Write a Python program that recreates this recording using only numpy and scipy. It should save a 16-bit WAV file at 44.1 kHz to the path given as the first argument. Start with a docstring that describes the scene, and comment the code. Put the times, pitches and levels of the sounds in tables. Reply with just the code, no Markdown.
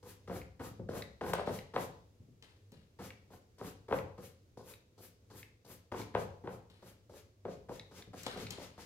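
"""Wet brush on a stretched canvas

A small room, a pair of microphones, a canvas on a table. A wide brush loaded with paint sweeps to and
fro: the bristles land and judder on the drumming cloth, hiss where the stroke is fastest, and paint
pops as they lift. Now and then the brush head knocks the canvas, the frame bumps the table, and thin
plastic crinkles nearby. Faint room tone lies underneath."""
import sys
import numpy as np
from scipy import signal
from scipy.fft import rfft, irfft, next_fast_len
from scipy.io import wavfile

SR = 44100
rng = np.random.default_rng(int(sys.argv[2]) if len(sys.argv) > 2 else 0)


def digitize_waveform(pressure):
    """Quantize a signal to 16-bit integers and store it at the path in sys.argv[1].

    Rows of a 2-D input are taken as channels; values are limited to [-1, 1].
    """
    field = np.atleast_2d(pressure).T
    bounded = np.clip(field, -1, 1)
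    quanta = np.round(bounded * 32767).astype(np.int16)
    wavfile.write(sys.argv[1], SR, quanta)


N = 390285


def undb(db):
    """Decibels to gain."""
    return 10 ** (np.asarray(db) / 20)


def unit(x):
    """Scale to an rms of one."""
    return x / np.sqrt(np.mean(x ** 2))


def clock(count):
    """Times of count samples, in seconds."""
    return np.arange(count) / SR


def add(track, start_s, x):
    """Mix x into the track from start_s on."""
    i = max(int(start_s * SR), 0)
    track[i:i + len(x)] += x[:max(N - i, 0)]


def filtered(x, response):
    """Filter by a response given as a function of frequency."""
    n = x.shape[-1]
    size = next_fast_len(n + SR // 4)
    return irfft(rfft(x, size) * response(np.fft.rfftfreq(size, 1 / SR)), size)[..., :n]


def along(f, hz, values):
    """Join points by straight lines on a log-frequency axis."""
    return np.interp(np.log(f + 1), np.log(hz), values)


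def coloured(x, spectrum):
    """Shape x by a spectrum of (f/Hz, level/dB) points, at unit rms."""
    return unit(filtered(x, lambda f: undb(along(f, *np.transpose(spectrum)))))


def resonance(f, hz, width):
    """Response of one damped mode, gain one at its centre."""
    return 1j * f * width / (hz * hz - f * f + 1j * f * width)


def walk(n, rate):
    """A random wander with a spread near one, turning rate times a second."""
    points = rng.standard_normal(n // 64 + 2)
    return np.interp(clock(n) * rate, np.arange(len(points)), points)


def grains(n, rate, spread_db):
    """Tiny random slips, rate a second, of uneven size."""
    slips = rng.random(n) < rate / SR
    return slips * rng.choice([-1, 1], n) * undb(spread_db * np.clip(rng.standard_normal(n), -2, 2))


def place(x, lag_s, left_db):
    """The sound reaches the right microphone lag_s later (earlier if negative) and left_db weaker."""
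    right = filtered(x, lambda f: np.exp(-2j * np.pi * f * lag_s))
    return np.array([x, undb(-left_db) * right])


def diffuse(n, spacing_m=0.16):
    """Noise from all sides at two spaced microphones: alike in the bass, unrelated in the treble."""
    likeness = lambda f: .97 * np.sinc(2 * f * spacing_m / 343)
    mid = filtered(rng.standard_normal(n), lambda f: np.sqrt(1 + likeness(f)))
    side = filtered(rng.standard_normal(n), lambda f: np.sqrt(1 - likeness(f)))
    return np.array([mid + side, mid - side]) / np.sqrt(2)


def room_tone(level_db=-64.5, waver_db=1.25):
    """The quiet room at the microphones: a faint, wavering rumble with a little hiss."""
    # spectrum of the quiet room: f/Hz, relative level/dB
    spectrum = [(20, -12.5), (40, -8.5), (65, -5), (100, 5.5), (150, -13), (300, -12.5), (480, -13.5),
                (800, -29), (2000, -32.5), (6500, -34), (9000, -40.5), (16000, -42)]
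    return coloured(diffuse(N), spectrum) * undb(level_db + waver_db * walk(N, rate=7.6))


def room(direct, build_s=0.012):
    """The direct sound reaches the microphones first, then near reflections, then a diffuse tail."""
    # the tail, band by band: f/Hz, t60/s, level at the left microphone against the direct sound/dB
    tail_bands = [(102, 0.77, 2), (257, 0.43, -4), (693, 0.52, -5), (1800, 0.41, -3), (4480, 0.54, -7.5),
                  (9160, 0.27, -10), (15000, 0.17, -18)]
    # reflections off table, wall and ceiling: delay/s, relative gain left, relative gain right
    reflections = [(.0032, 0.21, -0.089), (0.011, 0.051, 0.15), (0.0169, .22, .18), (.025, 0.09, -0.092)]
    t = clock(SR * 3 // 4)
    hz, t60, wet_db = np.transpose(tail_bands)
    noise, response = diffuse(len(t)), np.zeros((2, len(t)))
    for band, decay_s, db in zip(np.eye(len(hz)), t60, wet_db):
        fade = np.exp(-np.log(1000) * t / decay_s) * (1 - np.exp(-t / build_s))
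        response += undb(db) * filtered(noise, lambda f: along(f, hz, band)) * fade / np.linalg.norm(fade)
    for delay_s, left, right in reflections:
        response[:, int(delay_s * SR)] += left, right
    echoes = signal.fftconvolve(direct[:1], response, axes=1)[:, :N]
    return direct + echoes * undb([[0], [-1.8]])  # a little weaker on the right


def plastic_crinkles(snap_fade_s=0.0037, rustle_fade_s=0.085):
    """A crease snaps over, then the film settles in a fading rustle."""
    # creases giving way: t/s, snap level/dB, snap f/Hz, rustle level/dB
    creases = [(1.335, -33, 8020, -48), (1.4691, -53, 3500, -52), (2.425, -49.5, 2470, -61),
               (2.719, -58.5, 6550, -65), (6.7, -61, 3850, -60.5), (8.233, -40.5, 5510, -53.5),
               (8.2645, -31.5, 2660, -43), (8.373, -46, 3450, -50.5), (8.506, -33, 4300, -49)]
    # spectrum of the rustling film: f/Hz, relative level/dB
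    film_spectrum = [(200, 5), (700, 0), (1500, -3), (2500, -3.5), (4200, -1), (6500, -15), (10000, -12),
                     (16000, -31.5)]
    out, t = np.zeros(N), clock(SR * 3 // 4)
    for start_s, snap_db, hz, rustle_db in creases:
        snap = unit(filtered(rng.standard_normal(len(t)), lambda f: resonance(f, hz, 1.44 * hz) ** 2))
        snap *= undb(snap_db) * np.exp(-t / snap_fade_s)
        rustle = coloured(grains(len(t), rate=4000, spread_db=5), film_spectrum)
        rustle *= undb(rustle_db + 3 * walk(len(t), rate=70)) * np.exp(-t / rustle_fade_s)
        add(out, start_s, snap + rustle)
    return place(out, lag_s=-.00015, left_db=6.96)


def paint_pops(pitch_hz=2230, width_hz=560, overtone_ratio=1.72, tear_s=0.0033, tear_db=-14):
    """A pocket of wet paint snaps open, tears a little further and rings for a few cycles."""
    # paint popping as the bristles lift: t/s, peak level/dB, overtone against the main mode/dB
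    pops = [(.416, -42, -20), (1.022, -34, -2.5), (1.5889, -37.5, -6.5), (3.1047, -40, -24),
            (3.988, -37, -24), (4.7378, -46, -3), (5.43, -40, -25), (6.0159, -40.5, 0),
            (7.7961, -36.5, -0.5), (8.023, -42, 0), (8.4678, -37, -3)]
    out, t = np.zeros(N), clock(SR // 20)
    mode = lambda f, centre: resonance(f, centre, width_hz) * resonance(f, centre, 5 * width_hz)
    for start_s, db, overtone_db in pops:
        hz = pitch_hz * (1 + .015 * rng.standard_normal())
        tear = undb(tear_db) * rng.standard_normal(len(t)) * np.exp(-t / tear_s)
        push = signal.unit_impulse(len(t)) + tear
        ring = filtered(push, lambda f: mode(f, hz) + undb(overtone_db) * mode(f, overtone_ratio * hz))
        add(out, start_s, undb(db) * ring / np.abs(ring).max())
    return place(out, lag_s=.00005, left_db=0.4)


def by_hardness(contact_hz, db, db_per_octave):
    """A level that is db for a 1000 Hz contact and changes with each octave of hardness."""
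    return db + db_per_octave * np.log2(contact_hz / 1000)


def canvas(force, contact_hz, boom_db, detune=0.038):
    """The stretched cloth rings in its modes; a softer contact reaches fewer of the high ones."""
    # modes of the cloth: f/Hz, width/Hz, relative level/dB
    cloth_modes = [(94.5, 51, -7), (168, 20.3, -1), (242, 71, -6.5), (335.6, 37, -3), (430, 71.4, 0.5),
                   (535, 60.6, 1.5), (704, 88, -2), (830.5, 173, -0.5), (959, 258, -2.5), (1277, 189, -6.5),
                   (1517, 275, -9.5), (2125, 450, -12.5), (3330, 1400, -15.5)]
    hz, width, db = np.transpose(cloth_modes)
    gain = undb(db + boom_db / (1 + (hz / 380) ** 8))  # low modes boom where the cloth is slack
    hz = hz * (1 + detune * rng.standard_normal(len(hz)))  # the load of the brush retunes each a little
    # neighbouring modes start in opposite phase, so a blow builds up over a cycle or two
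    sign = np.resize([1, -1], len(hz))
    modes = lambda f: (sign * gain) @ resonance(f, hz[:, None], width[:, None])
    return filtered(force, lambda f: modes(f) / (1 + 1j * f / contact_hz) ** 2)


def canvas_knocks(rattle_rise_s=0.0022, rattle_fade_s=0.021):
    """A blow drums the canvas, and the frame rattles briefly on the table."""
    # blows on the canvas and its frame: t/s, level/dB, contact hardness/Hz
    knocks = [(.297, -32.5, 980), (.711, -41.5, 299), (.795, -31, 264), (.958, -33.5, 877),
              (1.211, -32, 1800), (1.334, -20, 3200), (1.384, -28.5, 1390), (1.394, -26, 1760),
              (1.473, -22.5, 950), (1.493, -29, 810), (1.7623, -19.5, 2100), (2.197, -53, 217),
              (2.281, -53.5, 214), (2.72, -45, 314), (3.612, -32, 1007), (3.911, -23.5, 1100),
              (3.9252, -18, 1350), (5.9217, -28.5, 1302), (6.1502, -17.5, 1490), (6.177, -29.5, 800),
              (6.44, -34.5, 326), (6.4742, -29.5, 1400), (7.453, -31, 754), (7.692, -32.5, 810),
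              (8.071, -46, 297), (8.265, -29.5, 2400), (8.423, -35.5, 340)]
    out, t = np.zeros(N), clock(SR // 4)
    for start_s, db, contact_hz in knocks:
        # a soft blow booms and rattles more than a hard one
        boom_db = by_hardness(contact_hz, db=-2.5, db_per_octave=-5.5)
        rattle_db = by_hardness(contact_hz, db=-11, db_per_octave=-3.5)
        blow = canvas(signal.unit_impulse(len(t)), contact_hz, boom_db)
        rattle = unit(canvas(grains(len(t), rate=1000, spread_db=2.5), contact_hz, boom_db))
        rattle *= (1 - np.exp(-t / rattle_rise_s)) * np.exp(-t / rattle_fade_s)
        add(out, start_s, undb(db) * (blow / np.abs(blow).max() + undb(rattle_db) * rattle))
    return place(out, lag_s=.00009, left_db=2.8)


def bristle_hiss(t, speed, contact, sheen_db, crunch_db=-11.5, crunch_fade_s=0.093):
    """Fast bristles hiss brightly; as they land they crunch in the sticky paint."""
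    # spectrum of the sliding bristles: f/Hz, relative level/dB
    hiss_spectrum = [(300, -36.5), (1200, -3), (2500, -2), (4500, -3.5), (7000, -2.5), (9000, -5),
                     (11000, -1.5), (13000, 0.5), (16000, -6.5)]
    swish = coloured(rng.standard_normal(len(t)), hiss_spectrum)
    swish = unit(filtered(swish, lambda f: undb(along(f, [6000, 12000], [0, sheen_db]))))
    slips = grains(len(t), rate=2200, spread_db=5.5)
    crunch = unit(filtered(slips, lambda f: resonance(f, hz=4700, width=2300)))
    return speed * swish + undb(crunch_db) * contact * np.exp(-t / crunch_fade_s) * crunch


def brush_strokes(start_up_s=.02, swing_s=0.023, pressure_s=.038, pressure_lead_s=0.025,
                  landing_fade_s=0.02, slap_db=-2):
    """With each swing of the arm the bristles slap down, stick and slip on the weave, and hiss."""
    # strokes: touch t/s, rise to mid-swing/s, relative levels of landing/dB, drag/dB, hiss/dB
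    strokes = [(.026, 0.072, -68, -49.5, -56), (.275, 0.089, -38.5, -37, -54),
               (.594, 0.063, -44, -39, -53.5), (.888, 0.09, -34, -36, -51), (1.21, 0.083, -30, -34, -51.5),
               (1.464, 0.087, -36, -50, -51.5), (1.737, 0.083, -32, -38.5, -50),
               (2.988, 0.064, -42, -40, -54), (3.302, 0.036, -53, -52.5, -64),
               (3.582, .091, -45.5, -44, -53.5), (3.883, 0.079, -33.5, -36, -55),
               (4.178, 0.076, -39.5, -54.5, -57), (4.572, 0.13, -34.5, -53, -55),
               (4.977, 0.067, -47.5, -61.5, -56), (5.3, 0.086, -45, -54, -55),
               (5.647, .072, -61, -49, -54.5), (5.917, 0.082, -32, -36.5, -51.5),
               (6.141, 0.066, -33.5, -41, -55), (6.438, 0.094, -43, -44, -63.5),
               (6.823, 0.059, -46.5, -53.5, -60.5), (7.094, 0.081, -49, -52, -60),
               (7.449, .072, -42.5, -43.5, -62.5), (7.686, 0.062, -36.5, -54.5, -58),
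               (7.91, 0.071, -52, -51.5, -56), (8.132, 0.067, -41, -58, -53.5),
               (8.356, 0.062, -40, -46.5, -52), (8.578, 0.055, -43, -47, -53.5),
               (8.777, 0.033, -39, -51, -54)]
    # the tone drifts as the brush works over the canvas: t/s, cloth brightness/Hz, top of the hiss/dB
    tone_drift = [(0, 1500, -0.5), (3.0, 1750, -4.5), (4.178, 1500, -.5), (4.57, 730, 1), (4.979, 650, 3.5),
                  (5.3, 1900, 2), (5.65, 1600, 3), (5.92, 1450, -8), (6.82, 1200, -2), (7.09, 640, -5),
                  (7.45, 650, -14), (7.69, 800, -8), (7.91, 1900, -8), (8.778, 1500, -11)]
    cloth, hiss, t = np.zeros(N), np.zeros((2, N)), clock(SR * 2 // 5)
    tone_s, *tone = np.transpose(tone_drift)
    contact = 1 - np.exp(-t / 0.0013)
    for touch_s, rise_s, landing_db, drag_db, hiss_db in strokes:
        bright_hz, sheen_db = (np.interp(touch_s, tone_s, column) for column in tone)
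        # a bright, gritty stroke also shakes the low modes more
        boom_db = by_hardness(bright_hz, db=2, db_per_octave=4.5)
        from_mid_swing = t - rise_s
        speed = 1 / np.cosh(from_mid_swing / swing_s) * (1 - np.exp(-t / start_up_s))
        landing = undb(landing_db) * np.exp(-t / landing_fade_s)
        # the pressure peaks just before the speed does
        pressure = undb(drag_db) * np.exp(-.5 * ((from_mid_swing + pressure_lead_s) / pressure_s) ** 2)
        slips = grains(len(t), rate=1500, spread_db=5.5) * undb(4.67 * walk(len(t), rate=110))
        judder = unit(canvas(slips, bright_hz, boom_db))
        add(cloth, touch_s, judder * contact * (landing + pressure))
        slap = canvas(signal.unit_impulse(SR // 10), bright_hz, boom_db)
        add(cloth, touch_s, undb(landing_db + slap_db) * slap / np.abs(slap).max())
        for half in hiss:
            add(half, touch_s, undb(hiss_db) * bristle_hiss(t, speed, contact, sheen_db))
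    # the brush is wide: its halves reach the microphones from two directions, each with its own echoes
    near_half = room(place(hiss[0], lag_s=.00009, left_db=7.1))
    far_half = room(place(undb(-4) * hiss[1], lag_s=-0.000029, left_db=0.42))
    drumming = room(place(undb(-5.5) * cloth, lag_s=.00008, left_db=1.9))
    return drumming + near_half + far_half


def scene():
    """The brushwork as it reaches the microphones; every source sets off its own pattern of echoes."""
    brushwork = brush_strokes() + room(canvas_knocks()) + room(paint_pops())
    return brushwork + room(plastic_crinkles()) + room_tone()


def record(dry, low_cut_hz=42, top_hz=15800):
    """The deepest bass is trimmed away, and the recorder cuts the top."""
    trimmed = signal.sosfilt(signal.butter(2, low_cut_hz, "high", fs=SR, output="sos"), dry)
    return signal.sosfilt(signal.ellip(10, .2, 70, top_hz, fs=SR, output="sos"), trimmed)


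dry = scene()
out = record(dry)
digitize_waveform(out)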